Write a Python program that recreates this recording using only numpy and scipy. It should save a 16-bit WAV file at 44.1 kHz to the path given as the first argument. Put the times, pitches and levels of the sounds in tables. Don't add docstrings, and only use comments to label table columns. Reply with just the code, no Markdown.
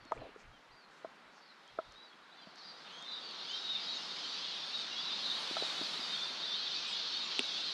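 import sys
import numpy as np
from scipy import signal
from scipy.fft import rfft, irfft
from scipy.io import wavfile
from scipy.ndimage import uniform_filter1d

SR = 44100
rng = np.random.default_rng(int(sys.argv[2]) if len(sys.argv) > 2 else 0)


def decibels_to_gain(level_db):
    exponent = np.asarray(level_db, float) / 20
    return 10 ** exponent


def inscribe(sig):
    pcm = np.round(np.clip(np.atleast_2d(sig).T, -1, 1) * 32767)
    wavfile.write(sys.argv[1], SR, pcm.astype(np.int16))


N = 340893

# time_s, level_db
GUST = [(0.0, -62), (0.26, -59.5), (0.47, -63.5), (0.86, -64), (1.14, -60), (1.46, -63.5), (2.24, -62),
        (2.7, -59), (3.25, -55.5), (4.11, -52.5), (4.52, -54), (5.02, -53), (5.4, -50.5), (5.7, -50),
        (6.0, -50.5), (6.42, -52.5), (7.0, -53), (7.73, -52.5)]
# freq_hz, density_db
SIGH_COLOUR = [(90, -42), (125, -19.5), (160, -3.5), (250, -4), (600, -4), (1030, -0.5), (1370, 0),
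               (2000, -5), (3000, -11), (5000, -27), (7000, -43), (9000, -52), (12000, -60)]
# freq_hz, density_db
NEEDLE_COLOUR = [(800, -30), (2000, 0), (4000, -1), (7000, -9), (8000, -13), (9000, -17), (10000, -18),
                 (11500, -25), (12500, -29), (13500, -34), (15000, -43), (17000, -80)]
CALM_DB, STIR_DB = -60.5, -52.5
NEEDLE_DB, NEEDLE_SLOPE, SHAKE_SLOPE = -73.5, 1.8, 1.9

# start_s, peak_db, ring_hz, width_hz
DRIP = [
    (0.052, -52, 6000, 4000),
    (0.175, -55, 2350, 300),
    (1.6776, -50, 5800, 4500),
    (1.922, -48.5, 5800, 3500),
    (2.558, -44.5, 5200, 5000),
    (3.0245, -48.5, 6700, 2500),
    (3.3094, -58, 9500, 4000),
    (6.846, -55, 1200, 300),
]
SPLAT_S = 7.3921
SPLAT = [
    (-46, 249, 74),
    (-25, 2800, 700),
    (-25, 3330, 900),
    (-42, 3600, 3300),
    (-35.5, 7950, 1300),
]

# time_s, rumble_db
GRIP = [(0.02, -64), (0.1, -72), (0.17, -57), (0.32, -72), (0.49, -61.5), (0.6, -76), (0.71, -69),
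        (0.9, -73), (1.05, -74), (1.25, -89), (1.38, -90), (1.5, -91), (1.62, -93), (1.8, -67), (1.89, -69),
        (2.11, -90), (3.75, -84), (4.3, -87), (4.42, -80), (4.54, -83)]
GRIP_RISE_DB_S, GRIP_FALL_DB_S, HELD_DB, HELD_SLOPE = 230, 181, -99, 0.51
# start_s, length_s, centre_hz, width_hz,
# level_db
RUB = [(.13, 0.23, 2700, 780, -67), (0.11, 0.088, 6500, 3500, -74), (.36, .08, 5500, 3500, -73),
       (0.37, 0.11, 2300, 1200, -69), (.12, 0.19, 580, 600, -56), (.88, .18, 4500, 5000, -74),
       (6.86, .1, 7800, 1500, -65), (2.545, 0.32, 4350, 1500, -60), (2.555, .2, 4400, 1700, -61),
       (1.4, .16, 4400, 1400, -71), (2.552, .08, 4600, 2200, -63), (2.76, .12, 4400, 2000, -64),
       (7.39, .1, 9000, 5000, -76), (2.84, 0.11, 2900, 900, -57), (1.3, .14, 5600, 2400, -73)]
# start_s, peak_db, ring_hz,
# width_hz
PAT = [(1.0457, -46, 363, 300), (1.046, -60, 1390, 100), (1.046, -55, 1050, 120), (1.787, -47.5, 1384, 130),
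       (1.787, -51, 1010, 100), (1.7765, -55, 620, 260), (1.7867, -38, 395, 350), (1.787, -52, 1580, 630),
       (5.509, -39.5, 313, 210), (5.622, -34, 410, 370), (5.811, -39.5, 287, 122), (7.3905, -42, 900, 600),
       (7.3925, -44, 500, 300), (7.401, -46, 450, 200)]
CLACK_S = .1195
CLACK = [
    (-28, 920, 330),
    (-45, 1680, 410),
    (-57, 3600, 500),
    (-56, 6700, 1500),
]
# start_s, thud_hz, thud_db, low_shell_db, high_shell_db
KNOCK = [(.053, 266, -58, -68, -67), (.111, 345, -69, -50, -64), (.118, 494, -42.5, -39, -40),
         (.163, 477, -53, -66, -62.5), (.174, 466, -56, -69, -66), (.216, 400, -53, -50.5, -64),
         (.24, 560, -65, -59, -69), (.253, 523, -55, -62, -79), (.264, 533, -58, -64, -75),
         (.289, 428, -59, -71, -69), (.359, 446, -52.5, -77, -64.5), (1.0448, 563, -52, -45, -57),
         (1.7856, 540, -54, -37.5, -43), (2.468, 202, -55.5, -62, -69.5), (5.507, 264, -59, -57, -65),
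         (5.566, 780, -42.5, -44, -41.5), (5.621, 573, -49, -54, -58), (5.631, 800, -48, -49.5, -58),
         (5.814, 297, -46.5, -55, -55), (5.99, 250, -51.5, -66, -66.5), (7.391, 400, -39.5, -58, -54)]
# freq_hz, t60_s
SHELL = [
    (646, 0.071),
    (1270, 0.047),
]

# start_s, length_s, middle_hz, sweep_hz, level_db
ARCHED = [(.195, 0.097, 3950, -850, -72), (.525, 0.064, 3170, -250, -71), (.708, .03, 4580, 900, -69),
          (.73, 0.14, 4570, -750, -72), (1.215, .1, 3960, 60, -77), (1.4, .14, 4350, -850, -70),
          (1.67, .041, 3250, 170, -67), (1.946, .13, 3910, 210, -61.5), (2.02, .1, 4630, -900, -71),
          (2.315, .05, 3950, -60, -68), (2.366, 0.1, 4080, -70, -66.5), (2.377, 0.074, 3360, -700, -65),
          (2.41, .04, 4750, -150, -67), (2.455, .06, 4550, -450, -68), (3.114, .058, 4760, -190, -55),
          (3.47, 0.081, 3590, 400, -50.5), (4.15, .06, 5000, 100, -55), (6.21, 0.056, 3590, 0, -46),
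          (3.475, .055, 6500, 800, -67), (3.489, 0.07, 3100, 320, -48.5), (3.49, 0.062, 6340, -650, -67),
          (3.54, .06, 5600, 100, -60), (3.86, .13, 3850, -280, -46.5), (4.764, .042, 4840, 120, -60),
          (4.96, 0.061, 4660, 670, -50), (6.869, 0.11, 3290, 388, -52), (7.126, 0.07, 4430, 350, -45)]
# start_s, length_s, middle_hz, sweep_hz, level_db
SAGGING = [(0.0, 0.12, 4360, -540, -70.5), (2.565, 0.07, 4440, -150, -64), (2.6, .05, 4140, -200, -64),
           (2.645, .075, 3950, 500, -63), (2.87, .07, 2900, 500, -64), (3.07, 0.13, 3800, -500, -47.5),
           (3.11, .09, 3870, -450, -50), (3.19, 0.059, 3580, -50, -55.5), (3.2, 0.13, 4510, -270, -55),
           (3.535, .08, 3760, -480, -48), (4.734, .095, 3704, -230, -42), (4.54, .035, 3380, -300, -51),
           (3.799, 0.069, 4770, 94, -54), (4.02, 0.052, 5300, -50, -55), (4.322, .075, 5550, 20, -64),
           (4.952, 0.067, 3370, 362, -49), (5.23, .1, 3700, -400, -46.5), (5.24, 0.11, 3800, -300, -48),
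           (5.74, 0.12, 3825, -300, -50.5), (5.1, 0.051, 3610, 50, -45.5), (5.13, 0.084, 4160, 50, -51),
           (7.012, .044, 2990, 300, -57), (6.415, 0.05, 3770, 400, -44.5), (6.515, 0.05, 3650, 450, -41.5),
           (5.85, .055, 4130, -650, -48), (7.54, 0.058, 3480, 302, -47), (5.35, .04, 3560, 100, -49),
           (6.97, .04, 4300, -500, -48), (7.01, .04, 3660, 200, -48), (7.62, .07, 3720, -150, -47),
           (6.58, .08, 4260, 500, -50), (5.83, .03, 4720, 0, -49), (5.8, .05, 3690, -100, -49),
           (1.46, .05, 4220, -300, -72), (.81, .05, 4120, -200, -74)]
# start_s, length_s, middle_hz, sweep_hz, level_db
STRAIGHT = [(.94, 0.05, 4200, -150, -78), (1.03, 0.037, 4090, 300, -73), (1.37, 0.044, 5270, -500, -72),
            (1.903, 0.063, 4220, -380, -77), (2.096, 0.042, 3340, 4, -67.5),
            (2.635, 0.11, 4720, -250, -58.5), (2.74, .05, 4650, -100, -63), (2.76, .04, 5000, -150, -67),
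            (2.735, 0.05, 3800, -200, -63), (2.92, .08, 3150, 50, -59), (2.911, 0.12, 6300, 300, -71),
            (2.916, 0.14, 3310, -200, -58), (3.01, 0.16, 3590, -170, -52.5), (3.39, 0.04, 2850, 0, -59),
            (3.974, 0.08, 2860, 153, -55.5), (4.066, 0.12, 3730, 220, -56), (4.21, .051, 3140, -270, -50),
            (4.322, 0.049, 4530, 115, -48), (3.57, .035, 5150, 10, -56.5), (3.61, 0.075, 3800, -55, -48),
            (3.68, .11, 3690, -250, -41), (4.185, .04, 4380, -700, -54), (4.44, 0.047, 3800, 250, -50),
            (4.49, 0.05, 4900, -800, -57), (4.58, 0.11, 3500, 12, -61), (5.05, .04, 3940, 100, -51),
            (5.95, 0.031, 3950, 300, -44.5), (6.12, 0.05, 4300, 450, -47), (6.14, .06, 3330, 450, -45),
            (5.035, .035, 5480, -270, -56), (5.575, .096, 3860, -510, -44), (5.816, .055, 4700, 52, -62),
            (5.996, 0.065, 4740, -200, -50), (6.087, 0.085, 3670, -57, -45),
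            (6.223, 0.072, 4660, -100, -53), (6.471, 0.089, 3550, -48, -47), (7.156, 0.071, 3730, -2, -46),
            (5.27, .07, 3850, -200, -46), (5.28, .05, 3620, -200, -45), (6.93, .08, 3400, 0, -49)]
# start_s, length_s, middle_hz, sweep_hz, level_db
SEEP = [
    (2.916, .052, 6740, -60, -76),
    (3.47, .07, 6700, 20, -76),
    (3.948, .032, 6700, 0, -64),
    (4.54, 0.049, 8800, 993, -76),
    (4.646, .086, 8710, 198, -75),
    (4.768, .063, 8300, 117, -72),
    (5.39, 0.04, 9120, -100, -69),
    (6.257, 0.05, 8800, -640, -73),
    (6.915, 0.035, 7040, -1300, -64),
    (7.23, .06, 7100, -130, -68),
]
ARCH, SAG = 0.0402, 0.0285
CROWD_DB = -57
FOREST_T60_S, FOREST_DB = 0.44, -8.5

# time_s, level_db
FLOCK = [(0.0, -66.5), (0.45, -76.5), (1.95, -65), (2.17, -68.5), (2.52, -63), (2.62, -65), (2.88, -57),
         (3.18, -53.5), (3.4, -46.5), (3.85, -43), (4.8, -42), (5.62, -41), (6.11, -40.5), (6.33, -42),
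         (6.5, -41), (7.17, -39.5), (7.32, -39.5), (7.73, -39)]
# freq_hz, density_db
FLOCK_COLOUR = [(1500, -18), (2000, -18.5), (2670, -9.5), (3200, -3.5), (3670, 0), (4520, -2.5), (5000, -8),
                (6000, -16), (7000, -27.5), (8000, -35), (10000, -57)]

EDGE_HZ, EDGE_DB, EDGE_HZ_PER_DB, EDGE_JITTER_HZ = 12800, -90, 175, 260


def coloured(points, x=None):
    x = rng.standard_normal(N) if x is None else x
    hz, db = np.transpose(points)
    f = np.maximum(np.arange(N // 2 + 1) * SR / N, 1)
    gain = decibels_to_gain(np.interp(np.log(f), np.log(hz), db, left=-90, right=-90))
    y = irfft(rfft(x) * gain, N)
    return y / np.sqrt(np.mean(y ** 2))


def curve(table, column):
    rows = np.transpose(table)
    return np.interp(np.arange(N) / SR, rows[0], rows[column])


def walk(rate_hz):
    k = int(SR / rate_hz)
    steps = np.repeat(rng.standard_normal(N // k + 1), k)
    return 1.164 * uniform_filter1d(uniform_filter1d(steps, k), k)[:N]


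def flickering(x, swell_db, flicker_db, rate_hz):
    spectrum = rfft(x)
    half_octave = 2 * np.log2(np.maximum(np.arange(N // 2 + 1) * SR / N, 1))
    out, swell = 0, walk(1.104)
    for k in range(12, 29):
        band = irfft(spectrum * np.clip(1 - np.abs(half_octave - k), 0, 1), N)
        out = out + band * decibels_to_gain(swell_db * swell + flicker_db * walk(rate_hz))
    return out


def add(out, start_s, x):
    i = int(max(start_s, 0) * SR)
    out[i:i + len(x)] += x[:max(N - i, 0)]


def high_pass(x, order, hz):
    return signal.sosfilt(signal.butter(order, hz, "high", fs=SR, output="sos"), x)


def capsule():
    return decibels_to_gain(-92) * coloured([(5000, -35), (8000, -3), (11500, -1.0), (13000, -6), (15000, -29)])


def wind():
    gust_db = curve(GUST, 1)
    sigh = flickering(coloured(SIGH_COLOUR), swell_db=.7, flicker_db=1.1, rate_hz=9)
    needles = flickering(coloured(NEEDLE_COLOUR), swell_db=.5, flicker_db=1.4, rate_hz=10)
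    hiss_db = NEEDLE_DB + NEEDLE_SLOPE * np.maximum(gust_db - CALM_DB, 0)
    hiss_db = hiss_db + SHAKE_SLOPE * np.maximum(gust_db - STIR_DB, 0)
    return sigh * decibels_to_gain(gust_db + 1.0) + needles * decibels_to_gain(hiss_db)


def short_rings(rows):
    out, t = np.zeros(N), np.arange(SR // 30) / SR
    for start_s, peak_db, hz, width_hz in rows:
        ring = np.sin(2 * np.pi * hz * t) * (1 - np.exp(-hz * t / 0.55))
        ring = ring * np.exp(-np.pi * width_hz * t / 2)
        if hz > 2500:
            ring = high_pass(ring, 3, 2000)
        add(out, start_s + 0.00064, decibels_to_gain(peak_db + 12.0) * ring)
    return signal.sosfilt(signal.butter(3, 11000, fs=SR, output="sos"), out)


def drips():
    return short_rings(DRIP + [(SPLAT_S, *ring) for ring in SPLAT])


def grip():
    t = np.arange(N) / SR
    db = HELD_DB + HELD_SLOPE * (curve(GUST, 1) - CALM_DB)
    for peak_s, peak_db in GRIP:
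        drop_db = np.maximum(GRIP_RISE_DB_S * (peak_s - t), GRIP_FALL_DB_S * (t - peak_s))
        db = np.maximum(db, peak_db - drop_db)
    rumble = coloured([(15, -3), (30, -2.5), (60, -7.0), (100, -7.5), (135, -4), (170, -27)])
    return rumble * decibels_to_gain(db + 6.3 * walk(18))


def rubs():
    out = np.zeros(N)
    for start_s, length_s, hz, width_hz, db in RUB:
        band = signal.butter(3, [hz - width_hz / 2, hz + width_hz / 2], "band", fs=SR, output="sos")
        noise = signal.sosfilt(band, rng.standard_normal(SR // 2))[:int(length_s * SR)]
        grain = decibels_to_gain(3 * walk(70)[:len(noise)])
        swish = noise / np.std(noise) * grain * np.sqrt(np.hanning(len(noise)))
        add(out, start_s, decibels_to_gain(db) * swish)
    return out


def pats_and_clack():
    return short_rings(PAT + [(CLACK_S, *ring) for ring in CLACK])


def knocks():
    out, t = np.zeros(N), np.arange(SR // 10) / SR
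    mute = decibels_to_gain(-13 * np.clip((t - .016) / 0.0061, 0, 1))
    rise = (1 - np.exp(-t / 0.0013)) * mute
    for start_s, thud_hz, *levels_db in KNOCK:
        modes = [(thud_hz, .03)] + SHELL
        for (hz, t60_s), db, chance in zip(modes, levels_db, rng.standard_normal(3)):
            fade = np.exp(-np.log(1000) * t / t60_s) + 1.25 * np.exp(-t / 0.0021)
            ring = np.sin(2 * np.pi * hz * (1 + 0.02 * chance) * t) * fade
            add(out, start_s + 0.00145, -decibels_to_gain(db + 9.0) * rise * ring)
    return out


def forest(x, count=8):
    t = np.arange(SR // 2) / SR
    fade = np.exp(-np.log(1000) * t / FOREST_T60_S) * np.clip(t / 0.0067, 0, 1)
    turn = np.arange(N) / SR / .05 % count
    out = 0
    for k in range(count):
        gate = np.clip(1 - np.abs((turn - k + count / 2) % count - count / 2), 0, 1)
        out = out + signal.oaconvolve(x * np.sqrt(gate), rng.standard_normal(len(t)) * fade)[:N]
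    return out / np.sqrt(np.sum(fade ** 2))


def whistles(rows, waver, edge):
    out, drift = np.zeros(N), walk(90)
    breath = decibels_to_gain(np.clip(3 * walk(80), -8, 3))
    for k, (start_s, length_s, start_hz, mid_hz, end_hz, db) in enumerate(rows):
        u = np.linspace(-1, 1, int(length_s * SR))
        bend_hz = (start_hz + end_hz) / 2 - mid_hz
        hz = mid_hz + u * (end_hz - start_hz) / 2 + u ** 2 * bend_hz
        i = k * 7919 % (N - SR)
        hz = hz * (1 + waver * drift[i:i + len(u)])
        shape = np.clip((1 - np.abs(u)) / edge, 0, 1) * breath[i:i + len(u)]
        tone = np.sin(2 * np.pi * np.cumsum(hz) / SR)
        add(out, start_s, np.sqrt(2) * decibels_to_gain(db) * shape * tone)
    return out


def songs():
    rows = []
    for kind, bend in ((ARCHED, -ARCH), (SAGGING, SAG), (STRAIGHT + SEEP, 0)):
        for start_s, length_s, hz, sweep_hz, db in kind:
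            ends_hz = hz * (1 + bend)
            rows.append((start_s, length_s, ends_hz - sweep_hz / 2, hz, ends_hz + sweep_hz / 2, db))
    return np.array(rows)


def near_birds():
    calls = songs()
    near = whistles(calls, waver=.008, edge=.22)
    crowd = calls[calls[:, 5] > CROWD_DB]
    higher = crowd * [1, .8, 1.06, 1.03, 1.0, 1] + [0.035, 0, 0, 0, 0, -8]
    lower = crowd * [1, .9, 0.93, .97, 1.01, 1] + [-0.025, 0, 0, 0, 0, -10]
    above = whistles(higher, waver=.012, edge=0.37)
    below = whistles(lower, waver=0.012, edge=0.34)
    birds = decibels_to_gain(1) * near + above + below
    return birds + decibels_to_gain(FOREST_DB) * forest(birds)


def flock(count=2600):
    when, pitch, size = rng.random((count, 3)).T
    turn = np.arange(count)
    start_s = (turn + when) / count * N / SR
    pitch = (turn * (np.sqrt(5) - 1) / 2 + .1 * pitch) % 1
    length, fall, bend = rng.standard_normal((count, 3)).T
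    length_s = .042 * decibels_to_gain(2 * np.clip(length, -2, 1.5))
    hz = 2000 + 5500 * pitch
    fall = 0.04046 + .1 * fall
    rows = np.transpose([start_s, length_s, hz * (1 + fall), hz * (1 + .05 * bend),
                         hz * (1 - fall), 4 * size])
    calls = whistles(rows, waver=0.012, edge=0.5)
    blur = np.std(calls) * decibels_to_gain(6) * rng.standard_normal(N)
    heard = calls + decibels_to_gain(-1) * forest(calls) + blur
    heard = flickering(heard, swell_db=.5, flicker_db=1.2, rate_hz=6)
    return coloured(FLOCK_COLOUR, heard) * decibels_to_gain(curve(FLOCK, 1) - 0.5)


def scene():
    taps = high_pass(drips() + pats_and_clack() + knocks(), 4, 150)
    mix = capsule() + wind() + taps + grip() + rubs() + near_birds() + flock()
    return mix[None]


def treble_limit(x):
    hz, _, z = signal.stft(x, SR, nperseg=2048)
    hiss = np.sum(np.abs(z[(hz > 11300) & (hz < 12600)]) ** 2, axis=0)
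    hiss_db = 10 * np.log10(signal.medfilt(hiss, 7) + 1e-18)
    edge_hz = EDGE_HZ + EDGE_HZ_PER_DB * np.clip(hiss_db - EDGE_DB, 0, 9)
    ragged = uniform_filter1d(rng.standard_normal((65, z.shape[1])), size=2)
    ragged = np.repeat(ragged, 16, axis=0)[:len(hz)]
    reach_hz = EDGE_JITTER_HZ * (1 + (edge_hz - EDGE_HZ) / 900)
    band_hz = (hz // 345 * 345)[:, None]
    kept = z * (band_hz < edge_hz - 170 + reach_hz * ragged)
    return signal.istft(kept, SR, nperseg=2048)[1][:N]


def roll_off(x):
    return signal.sosfilt(signal.butter(12, 15500, fs=SR, output="sos"), x)


def record(dry):
    mix = treble_limit(dry[0])[None]
    return roll_off(mix)


dry = scene()
out = record(dry)
inscribe(out)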